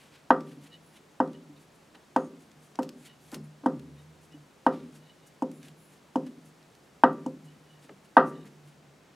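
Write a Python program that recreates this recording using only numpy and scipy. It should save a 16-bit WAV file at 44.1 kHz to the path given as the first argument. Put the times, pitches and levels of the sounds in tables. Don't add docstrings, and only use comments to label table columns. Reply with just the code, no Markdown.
import sys
import numpy as np
from scipy import signal
from scipy.fft import rfft, irfft
from scipy.io import wavfile
from scipy.ndimage import uniform_filter1d, minimum_filter1d

SR = 44100
rng = np.random.default_rng(int(sys.argv[2]) if len(sys.argv) > 2 else 0)


def wrap_up_sound(samples):
    columns = np.atleast_2d(samples).T
    tamed = np.clip(columns, -1, 1)
    steps = np.round(tamed * 32767).astype(np.int16)
    wavfile.write(sys.argv[1], SR, steps)


def decibels_to_gain(level_db):
    exponent = np.asarray(level_db, float) / 20
    return 10 ** exponent


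N = 403503
T = np.arange(N) / SR
TAIL = T[:SR]

# start in seconds, peak in dB, weight of the band below 330 Hz in dB, weight of
# the band above 1100 Hz in dB, crack in dB.
SLIP_EVENTS = [(0.305, -3.5, -11.5, -7.5, -24), (1.202, -10.5, -6.5, -12.5, -30),
               (2.162, -10, -8.5, -12, -22), (2.789, -18.5, -2.5, -14, -23.5),
               (3.66, -13.5, -1.5, -12.5, -24), (4.665, -7, -9, -11, -26),
               (5.422, -20.5, 0.5, -22.5, -23.5), (6.157, -17, -0.5, -20.5, -22.5),
               (7.036, -1, -11.5, -8, -25), (7.262, -28, 5, -22, -17.5), (8.168, 4, -16, -6, -22.5)]


def unit(x):
    return x / np.sqrt(np.mean(x ** 2))


def band(x, lo_hz, hi_hz, order=2):
    edges = [lo_hz, min(hi_hz, 0.45 * SR)]
    return signal.sosfilt(signal.butter(order, edges, "band", fs=SR, output="sos"), x)


def shade(x, table):
    hz, db = np.transpose(table)
    f = np.maximum(np.arange(len(x) // 2 + 1) * SR / len(x), 1)
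    return irfft(rfft(x) * decibels_to_gain(np.interp(np.log(f), np.log(hz), db)), len(x))


def fade(t60):
    return np.exp(-np.log(1000) * TAIL / t60)


def tone(hz):
    return np.sin(2 * np.pi * hz * TAIL)


def add_at(out, s, sound):
    start = int(s * SR)
    out[start:start + SR] += sound


def play(times, dbs, response):
    train = np.zeros(N)
    np.add.at(train, (np.asarray(times) * SR).astype(int), decibels_to_gain(np.asarray(dbs)))
    return signal.fftconvolve(train, response / np.abs(response).max())[:N]


def walk(rate):
    k = int(SR / rate)
    levels = np.repeat(rng.standard_normal(N // k + 1), k)
    return unit(uniform_filter1d(levels, k)[:N])


def swell(middle, length, db):
    out = np.zeros(N)
    near = slice(max(int((middle - length) * SR), 0), int((middle + length) * SR))
    out[near] = decibels_to_gain(db) * np.exp(-(3.8 * (T[near] - middle) / length) ** 2)
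    return out


def hum(hz, wander):
    cycles = np.cumsum(hz * (1 + wander * walk(13))) / SR
    return np.sqrt(2) * np.sin(2 * np.pi * cycles)


def shop():
    # pitch in Hz, level in dB per Hz.
    air_colour = [(20, -24.5), (95, -12.5), (150, -3), (330, -5.5), (1040, -13.5), (7510, -27),
                  (13600, -39.5), (16000, -56.5)]
    # middle in seconds, length in seconds, rumble in dB, drone in dB.
    leans = [
        (0.0, 0.46, -78, -82),
        (3.362, 0.54, -74, -66.5),
        (3.949, 0.99, -64, -62),
        (4.367, 0.34, -73, -63),
        (4.859, 0.43, -75.5, -79),
        (8.72, 0.55, -83, -71.5),
    ]
    air = unit(shade(rng.standard_normal(N), air_colour)) * decibels_to_gain(-60 + 0.62)
    capsule_hiss = decibels_to_gain(-85.5) * unit(band(rng.standard_normal(N), 13000, 15900))
    s, db, bed_db = np.transpose(SLIP_EVENTS)[:3]
    kick_db, rise_s, t60_s = -43, 0.14, 1.6
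    panel = decibels_to_gain(-75.5) + play(s, db + bed_db + kick_db, (1 - np.exp(-TAIL / rise_s)) * fade(t60_s))
    bench = decibels_to_gain(-82.5)
    for middle, length, rumble_db, drone_db in leans:
        panel = panel + swell(middle, length, drone_db)
        bench = bench + swell(middle, length, rumble_db)
    panel_drone = panel * decibels_to_gain(3.2 * walk(20)) * hum(152, 0.035)
    bench_rumble = bench * decibels_to_gain(3 * walk(10)) * hum(80, 0.06)
    return air + capsule_hiss + panel_drone + bench_rumble


def scuff():
    # middle in seconds, length in seconds, level in dB, low part in dB.
    slides = [(0.0, 0.31, -70.5, 8.5), (0.16, 0.13, -77.5, 18), (0.505, 0.13, -71.5, 8),
              (0.637, 0.1, -67, 2), (0.671, 0.044, -67, 8), (0.964, 0.071, -67.5, 8.5),
              (1.622, 0.081, -70.5, -3), (1.758, 0.043, -71.5, -13), (1.953, 0.02, -80, 25),
              (2.418, 0.076, -70, -1), (2.65, 0.17, -70, -8), (3.028, 0.15, -66.5, -0.5),
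              (3.068, 0.061, -59.5, 3.5), (3.27, 0.18, -70, -1), (3.342, 0.1, -58, -1),
              (4.014, 0.066, -76, -9), (4.242, 0.081, -70, -4), (4.766, 0.33, -80, 17.5),
              (4.956, 0.096, -65, 0), (5.275, 0.054, -65.5, -14), (5.657, 0.14, -67.5, 7.5),
              (5.932, 0.12, -70.5, 0), (6.273, .05, -72, 12), (6.473, 0.088, -68, -7),
              (7.454, 0.04, -68, -13), (7.842, 0.074, -66.5, 3), (8.057, 0.039, -72, 4),
              (8.285, 0.096, -66, -11), (8.473, 0.051, -68.5, 7), (8.687, 0.068, -72.5, 6)]
    rustle_db, rustle_low_db, hands_rest_s, rest_db = -77, -4.5, 8.72, -15.5
    grain = rng.standard_normal((2, N)) * decibels_to_gain(1.5 * walk(90))
    resting = np.clip((T - hands_rest_s) / 0.091, 0, 1)
    high = decibels_to_gain(rustle_db + rest_db * resting)
    low = high * decibels_to_gain(rustle_low_db)
    for s, length, db, low_db in slides:
        high = high + swell(s, length, db)
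        low = low + swell(s, length, db + low_db)
    return high * unit(band(grain[0], 5300, 11500)) + low * unit(band(grain[1], 1300, 3900))


def ticks():
    # start in seconds, peak in dB, low part in dB, t60 in seconds.
    contacts = [(0.1531, -57, -11, 0.03), (0.406, -61, 19.5, 0.062), (0.4948, -60, -3, 0.03),
                (1.2764, -65, 12, 0.03), (1.3314, -58, 13, 0.03), (1.575, -60.5, 5, 0.034),
                (1.9514, -78, -5, 0.038), (2.5155, -67, 22, 0.024), (2.7557, -57, 19.5, 0.03),
                (2.823, -49, 6, 0.024), (2.8304, -43.5, 8.5, 0.09), (2.8911, -42.5, 8.5, 0.03),
                (3.0599, -48, -9, 0.039), (3.3169, -42, 2, 0.043), (3.3278, -44, -20, 0.024),
                (3.3438, -33, 5.5, 0.055), (3.795, -54.5, 10, 0.029), (3.9884, -60, -3, 0.029),
                (4.3236, -64.5, 16, 0.033), (5.2734, -52, -14, 0.035), (5.515, -46, 0, 0.043),
                (5.63, -55.5, 14.5, 0.044), (5.656, -49, -2, 0.03), (5.6838, -51, 9, 0.027),
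                (6.266, -62.5, 4, 0.03), (6.6274, -66, 14.5, 0.03), (6.7514, -58, 9, 0.045),
                (7.1302, -53, -2, 0.03), (7.893, -75, 2, 0.03), (8.4554, -52, -10.5, 0.03)]
    out = np.zeros(N + SR)
    for s, db, low_db, t60 in contacts:
        noise = rng.standard_normal((2, SR))
        burst = unit(band(noise[0], 4800, 13500)) + decibels_to_gain(low_db) * unit(band(noise[1], 1200, 6300))
        tail = fade(0.013) + decibels_to_gain(-6) * fade(max(t60, 0.004))
        add_at(out, s, decibels_to_gain(db - 10.5) * burst * tail)
    return out[:N]


def ring(lo_hz, hi_hz):
    wheel_hz = [277, 519, 700, 857, 921, 1255, 1200, 1550, 1895]
    bed_hz = [154, 207, 277, 357, 392, 455, 519, 577, 683, 764, 921, 943, 1175, 1565]
    # level in dB, t60 in seconds, rise in cycles.
    wheel_modes = [(13, 0.062, 1), (4.5, 0.19, 5.5), (7, 0.045, 3.6), (9.5, 0.029, 0.9), (6, 0.054, 0.95),
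                   (-3, 0.12, 2.5), (1, 0.094, 3.5), (8, 0.032, 1.7), (-10.5, 0.095, 5.7)]
    # level in dB, t60 in seconds.
    bed_modes = [(-3.5, 0.27), (-9.5, 0.81), (-13, 0.14), (-5.5, .3), (0.5, 0.48), (-3, 0.27), (1.5, 0.19),
                 (-11, 0.55), (-22, 0.11), (-9, 0.19), (-10.5, 0.25), (-17.5, 0.4), (-7, 0.4), (-9.5, 0.16)]
    # low Hz, high Hz, level in dB, t60 in seconds.
    crowd = [(141, 164, -15.5, 0.44), (201, 280, -19, 0.65), (327, 500, -15.5, 0.55),
             (667.4, 870, -12, 0.2), (795, 1200, -13, 0.12), (1110, 1400, -11, 0.25),
             (1350, 1880, -13, 0.15)]
    bed_db, bed_rise_cycles, bed_damp = -6.5, 6.7, 0.88
    modes = [(1, hz, *mode) for hz, mode in zip(wheel_hz, wheel_modes)]
    for k, (hz, (db, t60)) in enumerate(zip(bed_hz, bed_modes)):
        modes.append(((-1) ** k, hz, db + bed_db, bed_damp * t60, bed_rise_cycles))
    out = np.zeros(SR)
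    for sign, hz, db, t60, rise in modes:
        if lo_hz <= hz < hi_hz:
            fill = 1 - np.exp(-(TAIL * hz / rise) ** 2)
            out += sign * decibels_to_gain(db) * fill * fade(t60) * tone(hz)
    for low_hz, high_hz, db, t60 in crowd:
        if lo_hz <= np.sqrt(low_hz * high_hz) < hi_hz:
            fill = 1 - np.exp(-(TAIL / 0.011) ** 2)
            grain = unit(band(rng.standard_normal(SR), low_hz, high_hz, order=4))
            out += decibels_to_gain(db) * fill * fade(t60) * grain
    return out


def crack(force_db, level_db):
    # pitch in Hz, level in dB per Hz.
    crack_colour = [(1900, -32), (2500, -6), (3100, -5), (3700, -14.5), (6000, -18.5), (9000, -22),
                    (12000, -30), (16000, -49)]
    dull_hz, dull_slope = 3956, 0.92
    colour = [(hz, g - (hz > dull_hz) * dull_slope * (force_db + 10)) for hz, g in crack_colour]
    grit = unit(shade(rng.standard_normal(SR), colour))
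    tail = fade(0.016) + decibels_to_gain(-17.5) * fade(0.13)
    return decibels_to_gain(level_db - 2) * grit * np.minimum(TAIL / 0.001, 1) * tail


def ping(db):
    # pitch in Hz, level in dB, t60 in seconds.
    fitting = [(2940, 0.5, .035), (5090, -1.5, .035), (6260, -9.5, .025), (7600, -9, 0.025),
               (9100, -6.5, .025)]
    share_db = 4 * rng.uniform(-1, 1, len(fitting))
    out = np.zeros(SR)
    for (hz, mode_db, t60), extra_db in zip(fitting, share_db):
        out += decibels_to_gain(db - 7.5 + mode_db + extra_db) * fade(t60) * tone(hz)
    return out


def knocks():
    # start in seconds, peak in dB.
    touches = [
        (4.326, -58),
        (6.265, -47.5),
    ]
    s, db, bed_db, ring_top_db, crack_db = np.transpose(SLIP_EVENTS)
    start = s - 0.0006
    ring_mid_db = db * (1 - 0.4) - 16.5
    ring_low = play(start, db + bed_db, ring(0, 330))
    ring_mid = play(start, ring_mid_db, ring(330, 620))
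    ring_upper = play(start, db, ring(620, 1100))
    ring_top = play(start, db + ring_top_db, ring(1100, 3000))
    top = np.zeros(N + SR)
    for at, force_db, level_db in zip(s, db, db + crack_db):
        add_at(top, at + 0.00056, crack(force_db, level_db))
        add_at(top, at, ping(-38 + 0.4 * force_db))
    for at, level_db in touches:
        add_at(top, at, ping(level_db))
    return ring_low + ring_mid + ring_upper + ring_top + top[:N]


def bumps():
    # start in seconds, peak in dB, pitch in Hz, t60 in seconds.
    thuds = [(0.569, -32, 278, 0.091), (0.634, -42, 277, 0.12), (1.493, -32, 288, 0.096),
             (2.329, -41, 278, 0.11), (2.947, -41, 243, 0.11), (3.33, -13.5, 280, 0.027),
             (3.334, -40, 151.1, 0.49), (3.359, -29, 278, 0.049), (3.37, -44, 209.4, 0.33),
             (3.633, -26, 283, 0.1), (4.335, -46.5, 152, 0.18), (4.341, -30, 291, 0.071),
             (4.82, -33, 247, 0.11), (5.634, -34, 150, 0.1), (6.266, -15, 276, 0.044),
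             (7.45, -35.5, 151, 0.1), (7.84, -43, 277.2, 0.1), (7.841, -48.5, 480, .08),
             (7.889, -42, 560, 0.06), (8.421, -40, 207.5, 0.12), (8.769, -36.5, 143.4, 0.11)]
    # start in seconds, t60 in seconds, level in dB, top in Hz.
    drags = [
        (1.945, 0.22, -53, 1500),
        (2.752, 0.054, -49, 1200),
        (3.322, 0.18, -42, 1287),
        (3.345, 0.25, -39.5, 420),
        (3.636, 0.097, -43, 953),
        (4.185, .04, -54, 900),
        (6.265, 0.032, -52, 1300),
        (7.893, 0.02, -39.5, 2300),
        (7.895, 0.16, -45.5, 652),
        (8.447, 0.11, -54.5, 1800),
    ]
    out = np.zeros(N + SR)
    for s, db, hz, t60 in thuds:
        fill = 1 - np.exp(-TAIL * hz / 4.5)
        add_at(out, s, decibels_to_gain(db + 1.5) * fill * fade(t60) * tone(hz))
    for s, t60, db, top_hz in drags:
        grit = unit(band(rng.standard_normal(SR), 150, top_hz, order=3))
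        add_at(out, s, decibels_to_gain(db) * np.minimum(TAIL / 0.001, 1) * fade(t60) * grit)
    return out[:N]


def handle():
    # pitch in Hz, width in Hz, level in dB.
    handle_modes = [(1900, 60, -8), (2925, 24, 0), (3010, 40, -10), (3720, 40, -3), (3960, 40, -7)]
    # middle in seconds, length in seconds, level in dB, upper modes in dB.
    bouts = [(0.737, 0.093, -56, -2), (1.347, 0.034, -60.5, -13), (1.574, 0.046, -67, 4),
             (1.956, 0.063, -65, 0), (3.103, 0.065, -56.5, -8), (3.138, .13, -75, -15),
             (3.99, .07, -66.5, 0), (4.327, .04, -65, -10), (5.066, 0.16, -68, -1.5),
             (5.098, 0.041, -67, 0), (5.23, 0.24, -74, 3), (7.505, 0.19, -68, -9.5), (7.727, 0.25, -70, -6),
             (8.36, .1, -64.5, -2), (8.416, 0.067, -69, 2)]
    taps = rng.standard_normal(N) * (rng.random(N) < 900 / SR)
    lower_gain = sum(swell(s, length, db) for s, length, db, _ in bouts)
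    upper_gain = sum(swell(s, length, db + upper_db) for s, length, db, upper_db in bouts)
    out = np.zeros(N)
    for hz, width, db in handle_modes:
        edges = hz - width / 2, hz + width / 2
        gain = upper_gain if hz > 3300 else lower_gain
        steady_level = band(taps, *edges, order=1).std()
        out += decibels_to_gain(db) * band(gain * taps, *edges, order=1) / steady_level
    return out


def squeak():
    # start in seconds, length in seconds, pitch in Hz, level in dB, lean to the lower partner in dB.
    squeaks = [
        (0.81, 0.17, 10350, -70, -2),
        (2.16, .125, 9080, -65, 9),
        (2.98, .07, 10000, -70, 2),
        (3.19, .13, 11800, -71, 1),
        (3.43, 0.038, 9700, -64, 0),
        (5.52, .2, 10050, -67, 0),
        (5.76, .185, 10100, -67, -4),
    ]
    edge_s, fade_db_s, sag_hz_s, lower_db = 0.021, 28, 1500, -5
    partners = (0.735, 0, 450), (1, -0.5, 1004), (1.12, -11, 900), (1.42, -12, 900)  # ratio, dB, width in Hz
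    out = np.zeros(N + SR)
    for s, length, hz, level_db, lean_db in squeaks:
        gate = np.clip(np.minimum(TAIL, length - TAIL) / edge_s, 0, 1)
        gate = gate * decibels_to_gain(level_db - fade_db_s * TAIL)
        cycles = (hz - sag_hz_s * TAIL / 2) * TAIL
        whistle = np.zeros(SR)
        for ratio, db, width_hz in partners:
            breath = unit(uniform_filter1d(rng.standard_normal(SR), int(SR / width_hz)))
            share_db = lower_db + lean_db if ratio < 1 else -lean_db * (ratio > 1)
            whistle += decibels_to_gain(db + share_db) * breath * np.sin(2 * np.pi * ratio * cycles)
        add_at(out, s, gate * whistle)
    return out[:N] * decibels_to_gain(1.7 * walk(40))


def room(x):
    # pitch in Hz, level in dB, t60 in seconds.
    echo_bands = [(165, -16.5, 0.51), (204, -17, 0.42), (342, -24.5, 0.64), (616, -36.5, 0.31),
                  (1200, -18, 0.22), (2400, -23, 0.57), (5070, -11, 0.26), (10000, -14.5, .2)]
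    echo = np.zeros(SR)
    for hz, db, t60 in echo_bands:
        noise = unit(band(rng.standard_normal(SR), hz / 1.3, hz * 1.197))
        echo += decibels_to_gain(db - 39.5) * noise * fade(t60)
    arrive = 1 - np.exp(-TAIL / 0.0013)
    return signal.fftconvolve(x, echo * arrive)[:N]


def scene():
    # pitch in Hz, side minus mid in dB.
    port_width = [(60, -6), (110, -23), (200, -14), (500, -6.5), (1290, -6), (3200, -9), (8120, -14),
                  (15000, -8.5)]
    near = scuff() + ticks() + knocks() + bumps() + handle() + squeak()
    near = band(near + room(near), 120, 15500, order=4)
    mid = near + shop()
    scatter = rng.standard_normal(400) * fade(0.027)[:400]
    scatter = scatter / np.linalg.norm(scatter)
    other = decibels_to_gain(-26) * signal.fftconvolve(near, scatter)[:N] + shop()
    treble = band(mid, 5000, 16000, order=1)
    side = shade(other, port_width) + decibels_to_gain(-22) * treble
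    side = side + decibels_to_gain(-15.5) * signal.fftconvolve(treble, scatter)[:N]
    return np.array([mid + side, mid - side])


def low_pass(x):
    return signal.sosfilt(signal.butter(12, 16510, fs=SR, output="sos"), x)


def record(dry):
    ceiling, reach = 0.93, int(0.004 * SR)
    need = ceiling / np.maximum(np.abs(dry).max(axis=0), ceiling)
    gain = uniform_filter1d(minimum_filter1d(need, 2 * reach), reach)
    top_cut = signal.ellip(8, 0.2, 60, 15800, fs=SR, output="sos")
    held = gain * signal.sosfilt(top_cut, dry)
    return low_pass(held - 0.019 * held ** 2)


dry = scene()
out = record(dry)
wrap_up_sound(out)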